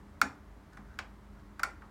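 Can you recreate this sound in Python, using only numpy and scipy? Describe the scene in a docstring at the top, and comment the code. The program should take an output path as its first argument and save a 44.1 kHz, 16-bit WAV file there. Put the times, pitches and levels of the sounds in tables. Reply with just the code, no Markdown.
"""A low household hum fills a small room; then come the sharp snaps of a cat climbing a window screen.
Each claw that slips off the mesh ticks, rattles the wires and sets the taut screen ringing in its modes.
A bending wave returns from the far edge, treble first, as a falling chirp, and the room echoes briefly.
The frame booms softly under the push of a paw, and paws rub faintly between the snaps."""
import sys
import numpy as np
from scipy import signal
from scipy.fft import rfft, irfft
from scipy.io import wavfile

SR = 44100
rng = np.random.default_rng(int(sys.argv[2]) if len(sys.argv) > 2 else 0)


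def generate_wav(sig):
    """Save sig (samples, or channels by samples) to the path in sys.argv[1] as 16-bit PCM at SR."""
    pcm = np.round(np.clip(np.atleast_2d(sig).T, -1, 1) * 32767).astype(np.int16)
    wavfile.write(sys.argv[1], SR, pcm)


N = 83790

# steady air of the room: frequency_hz, relative_db
AIR_SPECTRUM = [(12, -50), (20, -14.5), (44, -4.5), (172, -14), (204, -10.5), (262, -17), (293, -15),
                (377, -19.5), (410, -20.5), (499, -26.5), (542, -21.5), (759, -24.5), (1030, -22.5),
                (2140, -31.5), (2460, -38), (4300, -42.5), (16000, -53.5)]
# bands of household rumble: centre_hz, width_hz, level_db
RUMBLE_BANDS = [(50.53, 6.9, -57), (76.78, 6.15, -62), (294.81, 6.26, -68.5)]
# harmonics of a motor: pitch_hz, level_db
MOTOR_HARMONICS = [(203, -64.5), (406, -75.5)]
# claw releases: start_s, level_db, presence_db (at 3.2 kHz), treble_db (from 8 kHz up),
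# pitch_ratio, rattle_db, wave_db, travel_s (of the returning wave at 1 kHz), echo_db
CLAW_SNAPS = [(0.2153, -7, 3.5, 1, 0.9776, -1.5, -7, 0.00595, -2.5),
              (0.7318, -59.5, 9.5, 10, 1.2, 7, -9, 0.0075, -14),
              (0.7711, -47.5, -2.5, -1, 1.05, 12.5, 13.5, .005, 1),
              (0.9884, -27.5, 9.5, 0.5, 1.01, 6, 5, .005, -2.5),
              (1.5943, -30, -5.5, -3, 1.02, 7, 5.5, 0.00681, -4),
              (1.6332, -14.5, 1.5, 3.5, 0.9903, 1, -5, .008, -1.5),
              (1.8200, -44, -6, -10, 1.04, 4.5, 7.5, 0.00917, 2.5)]
# modes of the taut screen: pitch_hz, level_db, t60_s
MESH_MODES = [(1135.7, -17, 0.038), (1409.8, 2, 0.01782), (1465, -13.5, 0.0305), (1841, -19.5, .022),
              (2242, -20, 0.058), (2314, -17.5, 0.0106), (3285, -18, 0.00792), (4568, -17.5, 0.0157),
              (5493, -17.5, 0.00998), (6800, -36.5, 0.092), (7222, -21, 0.01205), (9134, -23, 0.00654)]
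# spectra of the claw tip's tick, the wires' rattle and the returning wave: frequency_hz, relative_db
TICK_SPECTRUM = [(200, -37), (1000, -16.5), (4000, -20), (7000, 0), (10000, -8), (13000, -4.5), (16000, -3),
                 (19000, -28.5)]
RATTLE_SPECTRUM = [(200, -18), (600, -11.5), (1100, 5.5), (1400, 4), (1800, 5.5), (2300, 6.5), (2900, -9.5),
                   (4500, -4.5), (7000, -11), (9500, -16), (11000, -23), (16000, -30)]
WAVE_SPECTRUM = [(120, -33), (280, -12.5), (520, -8), (700, -4), (820, 2.5), (960, -1), (1300, 6),
                 (2000, -8), (3500, -14), (8000, -63)]
# colour of the room's echo: frequency_hz, relative_db
ECHO_SPECTRUM = [(150, 13.5), (500, 9), (900, 5), (1400, 0), (2200, -0.5), (3500, -2.5), (6500, -4),
                 (10000, -3), (15000, -16.5)]
# reverberation time of the room: frequency_hz, t60_s
ECHO_DECAY = [(200, 0.365), (530, 0.324), (1400, 0.2944), (3700, 0.26), (7000, 0.246), (14000, .19)]
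# paws loading the frame: start_s, level_db, push_s
PAW_PUSHES = [(.2235, -32, .002), (.777, -29.5, .0064)]
# low modes of the frame: pitch_hz, level_db, t60_s
BOOM_MODES = [(146.8, -16, 0.328), (204.2, -2.5, 0.259), (265.64, 0, 0.25), (285.9, -2.5, 0.23)]
# paws rubbing the mesh: start_s, length_s, level_db
PAW_RUBS = [(0.719, 0.0755, -62), (0.842, 0.156, -63.5), (1.347, 0.073, -68)]
# colour of the rubbing: frequency_hz, relative_db
RUB_SPECTRUM = [(500, -8.5), (1000, -15), (1500, 10.5), (2100, -12), (3000, -19), (5000, -18.5),
                (7000, -20.5), (11000, -34), (16000, -33.5)]

TICK_GAIN_DB, RATTLE_GAIN_DB, WAVE_GAIN_DB, RING_TO_ROOM_DB = -7, 5.5, 8.5, -7.5
MESH_RISE_S, DIRECT_TRAVEL_S = 0.000536, 0.0005057


def undb(db):
    """Decibels to amplitude ratio."""
    return 10 ** (np.asarray(db) / 20)


def unit(x):
    """Scale to an rms of one."""
    return x / np.sqrt(np.mean(x ** 2))


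def along(points, hz):
    """Interpolate (frequency_hz, value) points on a log-frequency axis."""
    f, v = np.array(points, float).T
    return np.interp(np.log(np.maximum(hz, 1)), np.log(f), v)


def bins():
    """Frequency of every spectral bin."""
    return np.arange(N // 2 + 1) * SR / N


def noise(spectrum):
    """Spectrally shaped Gaussian noise, rms one."""
    return unit(irfft(rfft(rng.standard_normal(N)) * undb(along(spectrum, bins())), N))


def narrow(hz, width_hz):
    """Narrow-band noise, rms one; centred on zero it is a slow random fluctuation."""
    band = np.exp(-2 * ((bins() - hz) / width_hz) ** 2)
    return unit(irfft(rfft(rng.standard_normal(N)) * band, N))


def impulse(spectrum):
    """Minimum phase: the shortest causal pulse of a given spectrum, with unit energy."""
    cepstrum = irfft(np.log(undb(along(spectrum, bins()))), N)
    cepstrum[1:N // 2] *= 2
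    cepstrum[N // 2 + 1:] = 0
    return unit(irfft(np.exp(rfft(cepstrum)), N)) / np.sqrt(N)


def fade(t, t60_s):
    """Exponential damping by 60 dB in t60_s."""
    return np.exp(-np.log(1000) * t / t60_s)


def ring(modes, t, rise_s, pitch_ratio=1):
    """Modal superposition: damped sinusoids that take a moment to build up."""
    partials = (undb(db) * np.sin(2 * np.pi * hz * pitch_ratio * t) * fade(t, t60_s)
                for hz, db, t60_s in modes)
    return (1 - np.exp(-t / rise_s)) * sum(partials)


def delay(x, delay_s):
    """Shift a sound later in time."""
    return np.concatenate([np.zeros(max(int(delay_s * SR), 0)), x])[:N]


def household_hum(t, air_db=-55.5, waver_db=2.5, waver_hz=2.92, drift_rad=0.524):
    """Random amplitude and phase modulation make a motor's harmonics waver over air noise and rumble."""
    out = undb(air_db) * noise(AIR_SPECTRUM)
    out += sum(undb(db) * narrow(hz, width_hz) for hz, width_hz, db in RUMBLE_BANDS)
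    for hz, db in MOTOR_HARMONICS:
        phase = 2 * np.pi * hz * t + drift_rad * narrow(0, waver_hz)
        out += np.sqrt(2) * undb(db + waver_db * narrow(0, waver_hz)) * np.sin(phase)
    return out


def claw_snaps(t):
    """Impulsive excitation: each released claw ticks, rings and rattles the mesh and launches a wave."""
    out = np.zeros(N)
    for (start_s, level_db, presence_db, treble_db, pitch_ratio,
         rattle_db, wave_db, travel_s, echo_db) in CLAW_SNAPS:
        vibration = ring(MESH_MODES, t, MESH_RISE_S, pitch_ratio)
        tone = disperse(mesh_radiation(vibration), DIRECT_TRAVEL_S)
        tick = undb(TICK_GAIN_DB) * impulse(TICK_SPECTRUM)
        rattle = undb(RATTLE_GAIN_DB + rattle_db) * wire_rattle(t)
        returning_wave = undb(WAVE_GAIN_DB + wave_db) * disperse(impulse(WAVE_SPECTRUM), travel_s)
        crack = tick + rattle + returning_wave
        into_room = crack + undb(RING_TO_ROOM_DB) * tone
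        echo = undb(echo_db) * signal.fftconvolve(into_room, room_response(t))[:N]
        snap = delay(tone + crack + echo, start_s)
        colour_db = along([(2000, 0), (3200, presence_db), (8000, treble_db)], bins())
        out += irfft(rfft(snap) * undb(level_db + colour_db), N)
    return out


def mesh_radiation(vibration, cutoff_hz=833):
    """Radiation efficiency: an open mesh gives off little sound below its cutoff."""
    return signal.sosfilt(signal.butter(3, cutoff_hz, "highpass", fs=SR, output="sos"), vibration)


def disperse(x, travel_s, exponent=0.9):
    """Dispersion of bending waves: the lower a frequency, the later it arrives."""
    group_delay_s = travel_s * (1000 / np.maximum(bins(), 100)) ** exponent
    phase_lag = 2 * np.pi * np.cumsum(group_delay_s) * SR / N
    return irfft(rfft(x) * np.exp(-1j * phase_lag), N)


def wire_rattle(t, t60_s=0.049):
    """Damped irregular vibration: the wires radiate a short burst of noise."""
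    wires = noise(RATTLE_SPECTRUM) * fade(t, t60_s) * (1 - np.exp(-t / MESH_RISE_S))
    return mesh_radiation(unit(wires)) / np.sqrt(N)


def room_response(t, gain_db=-6, gap_s=0.004, rise_s=0.00225):
    """Diffuse reverberation: each band decays exponentially, the treble fastest."""
    spectrum, hz = rfft(noise(ECHO_SPECTRUM)), bins()
    edges_hz = np.geomspace(60, SR / 2, 14)
    tail = np.zeros(N)
    for low, high in zip(edges_hz, edges_hz[1:]):
        band = irfft(spectrum * ((hz >= low) & (hz < high)), N)
        tail += band * fade(t, along(ECHO_DECAY, np.sqrt(low * high)))
    tail *= 1 - np.exp(-t / rise_s)
    return undb(gain_db) * delay(unit(tail), gap_s) / np.sqrt(N)


def frame_booms(t):
    """Forced response: a paw's push drives the frame's modes; a longer push sounds deeper."""
    out = np.zeros(N)
    response = ring(BOOM_MODES, t, rise_s=0.0101)
    for start_s, level_db, push_s in PAW_PUSHES:
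        force = np.sin(np.pi * np.minimum(t / push_s, 1)) ** 2
        boom = signal.fftconvolve(response, force / force.sum())[:N]
        out += undb(level_db) * delay(boom, start_s)
    return out


def paw_rubs(t, grain_db=4, grain_samples=100):
    """Sliding friction: grainy noise swells and fades as the cat shifts its weight."""
    grains = rng.standard_normal(N)
    roughness = np.repeat(rng.standard_normal(N // grain_samples + 1), grain_samples)[:N]
    grains *= undb(grain_db * roughness)
    pressure = np.zeros(N)
    for start_s, length_s, level_db in PAW_RUBS:
        arch = np.sin(np.pi * np.clip((t - start_s) / length_s, 0, 1))
        pressure += undb(level_db) * np.sqrt(np.maximum(arch, 0))
    return pressure * unit(signal.fftconvolve(grains, impulse(RUB_SPECTRUM))[:N])


def scene():
    """Superposition: snaps, booms, rubbing and hum add in one channel."""
    t = np.arange(N) / SR
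    return (claw_snaps(t) + frame_booms(t) + paw_rubs(t) + household_hum(t))[None]


def record(dry, low_cut_hz=39.5, high_cut_hz=16300):
    """Band limiting: filters remove the deepest rumble and the highest treble."""
    thinned = signal.sosfilt(signal.butter(4, low_cut_hz, "highpass", fs=SR, output="sos"), dry)
    return signal.sosfilt(signal.ellip(8, .2, 70, high_cut_hz, fs=SR, output="sos"), thinned)


dry = scene()
out = record(dry)
generate_wav(out)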